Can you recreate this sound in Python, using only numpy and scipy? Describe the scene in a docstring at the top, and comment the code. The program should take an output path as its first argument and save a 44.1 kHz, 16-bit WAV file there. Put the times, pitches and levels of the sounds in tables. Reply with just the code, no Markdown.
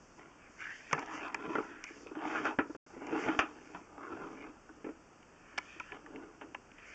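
"""Hiss and a faint scrape come first; then uneven shoves of a stiff cable rasp, slap, tick and boom.
The cable is pulled off its reel by hand and pushed down a pipe: friction and contact noise ring
resonators for the hollow frame, wire cage, guide and cable skin; damped low sines are the reel rocking.
A dull room tail and coloured noise lie behind. The narrow-band recorder falls silent for a moment."""
import sys
import numpy as np
from scipy import signal
from scipy.fft import rfft, irfft
from scipy.io import wavfile
from scipy.ndimage import uniform_filter1d

SR = 44100
rng = np.random.default_rng(int(sys.argv[2]) if len(sys.argv) > 2 else 0)


def output_pcm(signal):
    """Save a mono or channel-first signal as 16-bit PCM at the path in sys.argv[1].

    Samples are clipped to [-1, 1] before scaling.
    """
    pcm = np.clip(np.atleast_2d(signal).T, -1, 1) * 32767
    wavfile.write(sys.argv[1], SR, np.round(pcm).astype(np.int16))


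N = 306053
TIME = np.arange(N) / SR  # [s]

# Steady hiss spectrum: (frequency [Hz], relative density [dB])
HISS_SPECTRUM = [(12, -33.5), (25, 1.5), (70, -3), (150, -3), (300, 0.5), (550, -5), (900, -7), (1400, -6),
                 (2000, -15.5), (2700, -13.5), (3600, -27), (5800, -18), (8300, -21.5), (10000, -62.5)]
HISS_LEVEL_DB = -60

# Reel resonances, wide ones standing for many overlapping modes:
# (frequency [Hz], width [Hz], relative strength [dB])
FRAME_MODES = [(138, 510, -33), (288, 41.2, 2), (329.6, 45, 0), (425.3, 68, -3)]
CAGE_MODES = [(1040, 880, -22), (563, 130, -5.5), (835, 161, 1.5), (998, 59, 3.5), (1206, 193, -1.5),
              (1311, 50, 4), (1412, 107, 1)]
GUIDE_MODES = [(2230, 450, -14), (1733, 87, 0.5), (1925, 164, -1.5), (2228, 283, 1), (2515, 197, 0),
               (2725, 83, -2), (3030, 280, -7.5)]
SKIN_MODES = [(4800, 3300, -0.5), (5960, 2500, 3.5), (7470, 630, -4.5)]
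NARROW_FRAME_MODES = FRAME_MODES[1:]

# Reel rocks on its feet: (time [s], pitch [Hz], initial envelope level [dB], t60 [s])
THUD_EVENTS = [(0.933, 152, -37, 0.13), (1.477, 168, -46, 0.12), (2.585, 75, -41.5, 0.046),
               (3.388, 69.6, -35, 0.04), (3.747, 185, -47.5, 0.19), (4.129, 94, -54.5, 0.21)]

# Cable loops bump the frame dully: (time [s], level before KNOCK_TRIM_DB [dB])
KNOCK_EVENTS = [(1.503, -32), (1.6, -29), (1.711, -42), (1.906, -41.5), (1.966, -44.5), (2.029, -49),
                (2.063, -41), (2.113, -35.5), (2.166, -30.5), (2.653, -40), (2.697, -33.5), (2.935, -42.5),
                (2.966, -38.5), (3.084, -37.5), (3.124, -29), (3.566, -50), (3.81, -49), (4.865, -32),
                (5.538, -50.5), (5.761, -47), (6.176, -45)]
KNOCK_TRIM_DB, KNOCK_CAGE_DB = -7, -13
KNOCK_T60_S, KNOCK_RING_HZ = 0.11, 338

# Cable clicks against the guide:
# (time [s], level [dB], strongest ring [Hz], skin snap re level [dB], nominal t60 [s])
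CLICK_EVENTS = [(0.911, -49.5, 980, -32, .05), (0.923, -45.5, 1600, -29, 0.019),
                (0.993, -54.5, 1820, 2.5, 0.017), (1.061, -70, 1520, 11, 0.02),
                (1.282, -55, 2500, -6, .012), (1.345, -33.5, 1750, -11.5, 0.024),
                (1.84, -44.5, 1990, -2.5, 0.035), (2.07, -52, 2450, -22, 0.14),
                (3.068, -54.5, 2920, -4, 0.11), (5.228, -62, 2420, -15, 0.012),
                (5.577, -44, 1790, -24, 0.0074), (5.58, -33.5, 1730, -9.5, 0.017),
                (5.585, -36.5, 1980, -7.5, .015), (5.799, -41, 1360, -17.5, 0.029),
                (5.92, -44, 2480, -38, 0.0098), (6.061, -55, 2180, -26, 0.0092),
                (6.159, -52, 2340, -24, .01), (6.716, -58.5, 2900, -30, 0.015),
                (6.784, -55.5, 2315, -27, .018)]
CLICK_FRAME_DB = -17.5
# a click at this pitch rings cage and guide alike; higher ones spare the cage
CAGE_EVEN_HZ, CAGE_DB_PER_OCTAVE = 1370, -13

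# Loops slap the cage and rattle: (time [s], level [dB], frame boom re level [dB],
# guide ring re level [dB], skin snap re level [dB], nominal rattle t60 [s], strongest ring [Hz])
SLAP_EVENTS = [(0.929, -26.5, -12.5, -6.5, -13, 0.032, 1150), (0.947, -43, -5.5, -5, -35, 0.29, 1250),
               (0.979, -37.5, -5, -14, -37, 0.081, 1050), (1.553, -31, -4.5, -10.5, -45, 0.086, 1550),
               (1.582, -36, 4, -18, -35, 0.1, 1370), (2.152, -47.5, -8, -15, -39, 0.051, 1270),
               (2.215, -47.5, -4, -7, -30, 0.056, 1190), (2.358, -34.5, -10, -13, -31, 0.048, 950),
               (2.453, -30.5, -16.5, -13.5, -23, 0.16, 1310), (2.587, -28.5, 1.5, -4, -44, 0.11, 1540),
               (2.749, -50, 3.5, -12, -29.5, 0.042, 1483), (3.018, -47, 2, -26, -34, 0.034, 600),
               (3.262, -39, 2, -19, -32, 0.048, 830), (3.285, -32.5, -1, -6.5, -40, .05, 840),
               (3.39, -25, -9.5, -2.5, -18.5, 0.14, 1300), (3.747, -43, -6, -9.5, -36, 0.16, 990),
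               (4.466, -57, -5, -14, -32, 0.036, 1270), (4.692, -52.5, -2.5, -27, -33, 0.074, 1340),
               (4.844, -51.5, 11.5, -2, -32, 0.26, 1740), (4.888, -50.5, 10, -13, -48, 0.1, 600),
               (6.061, -52.5, -10, -12, -23, 0.098, 1270), (6.412, -46.5, -9.5, -4.5, -42, 0.11, 990),
               (6.546, -42, -16, -0.5, -24, 0.022, 1260)]

# Cable skin swishes through the hand: (time [s], hold [s], level [dB])
SWISH_EVENTS = [(0.03, .15, -73), (0.61, 0.41, -64.5), (1.14, 0.029, -59.5), (1.536, 0.11, -64.5),
                (1.9, 0.13, -64.5), (2.285, 0.18, -61.5), (2.704, 0.23, -68), (3.204, 0.017, -54.5),
                (3.336, .03, -62), (3.485, 0.29, -70), (4.104, 0.26, -72.5), (5.59, 0.28, -70.5),
                (6.875, .07, -66.5)]
SWISH_RISE_S, SWISH_FALL_S = 0.14, 0.16

# Cable binds in the guide and rasps: (time [s], hold [s], rise [s], fall [s], level [dB],
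# guide ring re level [dB], first pitch [Hz], last pitch [Hz])
RASP_EVENTS = [(0.422, 0.028, .1, 0.19, -62.5, -1, 1453, 1493),
               (0.612, .03, 0.033, 0.056, -43.5, -9.5, 1500, 1595),
               (0.672, 0.04, 0.079, 0.12, -43, -12, 1675, 1802),
               (0.762, 0.15, 0.09, 0.13, -56, -4, 1760, 1790), (1.703, 0.091, 0.3, .2, -53, -8, 1532, 1540),
               (1.865, 0.019, 0.033, 0.093, -57, 6, 1560, 1520),
               (2.376, 0.0097, 0.13, 0.027, -36, -11.5, 1450, 1424),
               (2.463, 0.018, 0.03, 0.041, -35.5, -13, 1420, 1393),
               (3.201, .13, .18, 0.037, -52, 3.5, 1442, 1450), (5.506, .3, 0.25, .1, -60.5, 0, 1398, 1410),
               (5.848, .05, 0.063, .1, -56.5, -1, 1406, 1420), (6.83, 0.14, 0.18, .1, -58, 0.5, 1440, 1710)]

# Shoves drag the cable through the cage: (time at full speed [s], hold [s], rise [s], fall [s],
# level [dB], frame boom re level [dB], guide ring re level [dB])
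SHOVE_EVENTS = [(0.183, 0.013, 0.016, 0.27, -57.5, -1, -4.5), (0.952, 0.058, 0.056, 0.1, -45.5, 0, -5),
                (1.141, 0.11, 0.19, 0.17, -42, -8, -5.5), (1.524, 0.053, 0.34, 0.23, -46.5, 2, -6.5),
                (1.96, 0.14, .1, .1, -66.5, 9, 0), (2.255, 0.24, 0.14, 0.067, -41, -1, -7),
                (3.143, .2, 0.2, 0.2, -41, 1.5, -8), (3.56, 0.22, .1, .15, -66, 9, 2),
                (4.09, 0.16, 0.2, 0.26, -47, 2, -11.5), (4.382, 0.086, .2, 0.084, -54, 6, -7),
                (4.774, 0.046, .15, 0.36, -75.5, 10, -15), (5.931, 0.013, 0.04, 0.11, -50.5, -1, -8.5),
                (6.154, 0.051, 0.17, 0.24, -55, 6, -11), (6.419, 0.0075, 0.0086, 0.19, -59, 7.5, -21)]
SWING_DB = 19  # level change of a stroke over one rise or fall time

SILENT_FROM_S, SILENT_TO_S = 2.765, 2.864
NOTCH_HZ, ROLLOFF_HZ, CUTOFF_HZ = 4010, 7500, 8900


def from_db(db):
    """Decibels to gain."""
    return 10 ** (np.asarray(db) / 20)


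def rms_one(x):
    """Scale to unit power."""
    return x / np.sqrt(np.mean(x ** 2) + 1e-20)


def drift(rate_hz, step=12):
    """Slow random signal of unit power, changing about rate_hz times a second."""
    pole = np.exp(-2 * np.pi * rate_hz * step / SR)
    noise = rng.standard_normal((N + SR) // step + 2)
    # drop the filter's first second, then interpolate to the full rate
    slow = signal.lfilter([1], [1, -2 * pole, pole * pole], noise)[SR // step:]
    return np.interp(np.arange(N) / step, np.arange(len(slow)), rms_one(slow))


def wander(hz):
    """Strength [dB] over time: the contact travels, so resonances come and go."""
    return 3.7 * drift(5.3)


def resonate(force, modes, strength_db):
    """Parallel resonances weighted by place of contact, low-passed above the last mode."""
    out = 0
    for k, (hz, width_hz, db) in enumerate(modes):
        r = np.exp(-np.pi * width_hz / SR)
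        poles = [1, -2 * r * np.cos(2 * np.pi * hz / SR), r * r]
        ring = signal.lfilter([1, 0, -1], poles, force + 1e-18)
        gain = (1 - r * r) / 2 * from_db(db + strength_db(hz))
        out = out + (-1) ** k * gain * ring  # alternating polarity
    lowpass_hz = min(1.35 * modes[-1][0], SR / 3)
    return signal.sosfilt(signal.butter(2, lowpass_hz, fs=SR, output="sos"), out)


def slips(per_s, spread_db, smooth):
    """Friction force: tiny catches of uneven size on top of smooth sliding."""
    size = from_db(spread_db * np.minimum(rng.exponential(1, N), 4))
    signed_size = size * rng.choice([-1, 1], N)
    catches = rms_one(signed_size * (rng.random(N) < per_s / SR))
    return rms_one(catches + smooth * rng.standard_normal(N))


def stroke(s, hold_s, rise_s, fall_s):
    """Gain of one movement: it swells up to time s, holds and fades."""
    early_s = np.maximum(s - TIME, 0)
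    late_s = np.maximum(TIME - s - hold_s, 0)
    drop_db = SWING_DB * (early_s / max(rise_s, .005) + late_s / max(fall_s, .005))
    return from_db(-np.minimum(drop_db, 200))


def strike(modes, t60_s, ring_hz, chatter, uneven_db=2.5, focus_db=6):
    """Sharp contact, brief crunch and dying chatter ring one part; unit power over 10 ms."""
    age_s = TIME[:SR // 3]
    dying = from_db(-60 * age_s / np.clip(t60_s, .004, .3))
    crunch = 0.14 * np.exp(-age_s / 0.0016)
    force = rng.standard_normal(len(age_s)) * (dying + crunch)
    force *= chatter / np.linalg.norm(force)
    force[0] += 1

    def place_db(hz):
        """Resonances near the struck spot's own pitch answer most."""
        focus = np.exp(-(np.log(hz / ring_hz) / 0.24) ** 2)
        return focus_db * focus + uneven_db * rng.standard_normal()

    sound = resonate(force, modes, place_db)
    return sound / np.std(sound[:SR // 100])


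def add(out, s, sound):
    """Mix a sound in at time s."""
    start = int(s * SR)
    out[start:start + len(sound)] += sound[:N - start]


def hiss():
    """Steady noise of the surroundings and the microphone, shaped in the spectrum."""
    hz, db = np.transpose(HISS_SPECTRUM)
    bin_hz = np.arange(N // 2 + 1) * SR / N
    colour = from_db(np.interp(np.log(bin_hz + 1), np.log(hz), db))
    noise = irfft(rfft(rng.standard_normal(N)) * colour, N)
    return from_db(HISS_LEVEL_DB) * rms_one(noise)


def room(x, t60_s, wall_hz):
    """Dull tail from the surrounding walls: decaying noise, delayed 8 ms and low-passed."""
    age_s = TIME[:SR // 2]
    tail = rng.standard_normal(len(age_s)) * from_db(-60 * age_s / t60_s) * (age_s > .008)
    tail /= np.linalg.norm(tail)
    reflected = signal.fftconvolve(x, tail)[:N]
    return signal.sosfilt(signal.butter(1, wall_hz, fs=SR, output="sos"), reflected)


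def thuds():
    """Each rock of the reel is one heavily damped low swing."""
    out = np.zeros(N)
    age_s = TIME[:SR // 2]
    for s, hz, level_db, t60_s in THUD_EVENTS:
        swing = np.sin(2 * np.pi * hz * age_s) * from_db(level_db - 60 * age_s / t60_s)
        add(out, s, swing)
    return out


def knocks():
    """Soft bumps boom in the frame's narrow resonances and barely stir the cage."""
    out = np.zeros(N)
    for s, db in KNOCK_EVENTS:
        frame = strike(NARROW_FRAME_MODES, KNOCK_T60_S, KNOCK_RING_HZ, chatter=0.5, uneven_db=4.0, focus_db=7)
        cage = strike(CAGE_MODES, KNOCK_T60_S, KNOCK_RING_HZ, chatter=2.3)
        add(out, s, from_db(db + KNOCK_TRIM_DB) * (frame + from_db(KNOCK_CAGE_DB) * cage))
    return out


def clicks():
    """Hard, brief contacts ring the guide; low-pitched ones carry into the cage."""
    out = np.zeros(N)
    for s, db, ring_hz, snap_db, t60_s in CLICK_EVENTS:
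        cage_db = CAGE_DB_PER_OCTAVE * np.log2(ring_hz / CAGE_EVEN_HZ)
        hit = strike(GUIDE_MODES, t60_s, ring_hz, chatter=0.75, uneven_db=7.0)
        hit += from_db(cage_db) * strike(CAGE_MODES, t60_s, ring_hz, chatter=5.2)
        hit += from_db(CLICK_FRAME_DB) * strike(FRAME_MODES, t60_s, ring_hz, chatter=0.99)
        hit += from_db(snap_db) * strike(SKIN_MODES, t60_s * .5, ring_hz, chatter=0.71)
        add(out, s, from_db(db) * hit)
    return out


def slaps():
    """Loops of cable slap the whole reel; the chatter driving the bright skin dies fastest."""
    out = np.zeros(N)
    for s, db, boom_db, guide_db, snap_db, t60_s, ring_hz in SLAP_EVENTS:
        hit = strike(CAGE_MODES, t60_s * 1.01, ring_hz, chatter=1.5)
        hit += from_db(boom_db) * strike(NARROW_FRAME_MODES, t60_s, ring_hz, chatter=0.96)
        hit += from_db(guide_db) * strike(GUIDE_MODES, t60_s, ring_hz, chatter=1.3)
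        hit += from_db(snap_db) * strike(SKIN_MODES, t60_s * .5, ring_hz, chatter=4.5)
        add(out, s, from_db(db) * hit)
    return out


def swishing():
    """Fine, bright friction of the cable's skin: dense slips through wide resonances."""
    strokes = [from_db(db) * stroke(s, hold_s, SWISH_RISE_S, SWISH_FALL_S)
               for s, hold_s, db in SWISH_EVENTS]
    force = slips(per_s=4000, spread_db=3.0, smooth=2.0)
    skin = resonate(force, SKIN_MODES, lambda hz: 1.2 * drift(9))
    return np.max(strokes, axis=0) * rms_one(skin)


def rasp(drift_hz, band_db):
    """Stick-slip too irregular for a clean squeak: a rough gliding band that rings the guide."""
    band = (drift(drift_hz) + 1j * drift(drift_hz)) * from_db(2.0 * drift(120))
    band /= np.std(band.real)
    force = slips(per_s=780, spread_db=-0.5, smooth=0.7)
    guide = rms_one(resonate(force, GUIDE_MODES, wander))
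    out = 0
    for s, hold_s, rise_s, fall_s, db, guide_db, first_hz, last_hz in RASP_EVENTS:
        pitch_hz = np.interp(TIME, [s, s + hold_s], [first_hz, last_hz])
        phase = 2 * np.pi * np.cumsum(pitch_hz) / SR
        rough_tone = from_db(band_db) * np.real(band * np.exp(1j * phase))
        gain = from_db(db) * stroke(s, hold_s, rise_s, fall_s)
        out = out + gain * (rough_tone + from_db(guide_db) * guide)
    return out


def rubbing():
    """With each shove the cable judders through cage and guide; its loops jostle the frame."""
    cage_gain, frame_gain, guide_gain = 0, 0, 0
    for s, hold_s, rise_s, fall_s, db, boom_db, guide_db in SHOVE_EVENTS:
        gain = from_db(db) * stroke(s, hold_s, rise_s, fall_s)
        cage_gain = np.maximum(cage_gain, gain)
        frame_gain = np.maximum(frame_gain, gain * from_db(boom_db))
        guide_gain = np.maximum(guide_gain, gain * from_db(guide_db))
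    judder = from_db(1.5 * drift(50))
    force = slips(per_s=450, spread_db=2.3, smooth=0.45) * judder
    jostle = slips(per_s=130, spread_db=3.0, smooth=0.41)
    frame = rms_one(resonate(force + 0.69 * jostle, FRAME_MODES, lambda hz: 1.6 * drift(12)))
    cage = rms_one(resonate(force, CAGE_MODES, wander))
    guide = rms_one(resonate(force, GUIDE_MODES, wander))
    return frame_gain * frame + cage_gain * cage + guide_gain * guide


def scene():
    """The reel close by, a little room and the steady hiss."""
    reel = thuds() + knocks() + clicks() + slaps() + swishing()
    reel += rasp(drift_hz=250, band_db=-3.0) + rubbing()
    walls = from_db(-17.5) * room(reel, t60_s=0.3, wall_hz=2000)
    return (reel + walls + hiss())[None]


def record(dry):
    """The recorder notches out one band, rounds off the top and mutes briefly."""
    # wide dip with a narrow deep centre
    x = signal.lfilter(*signal.iirnotch(NOTCH_HZ, 4, fs=SR), dry)
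    notch_edges_hz = [NOTCH_HZ - 110, NOTCH_HZ + 110]
    x = signal.sosfilt(signal.butter(2, notch_edges_hz, "stop", fs=SR, output="sos"), x)
    x = signal.sosfilt(signal.butter(8, ROLLOFF_HZ, fs=SR, output="sos"), x)
    audible = 1.0 * ((TIME < SILENT_FROM_S) | (TIME > SILENT_TO_S))
    x = x * uniform_filter1d(audible, size=60)  # edges ramp over 60 samples
    return signal.sosfilt(signal.ellip(10, .2, 80, CUTOFF_HZ, fs=SR, output="sos"), x)


dry = scene()
out = record(dry)
output_pcm(out)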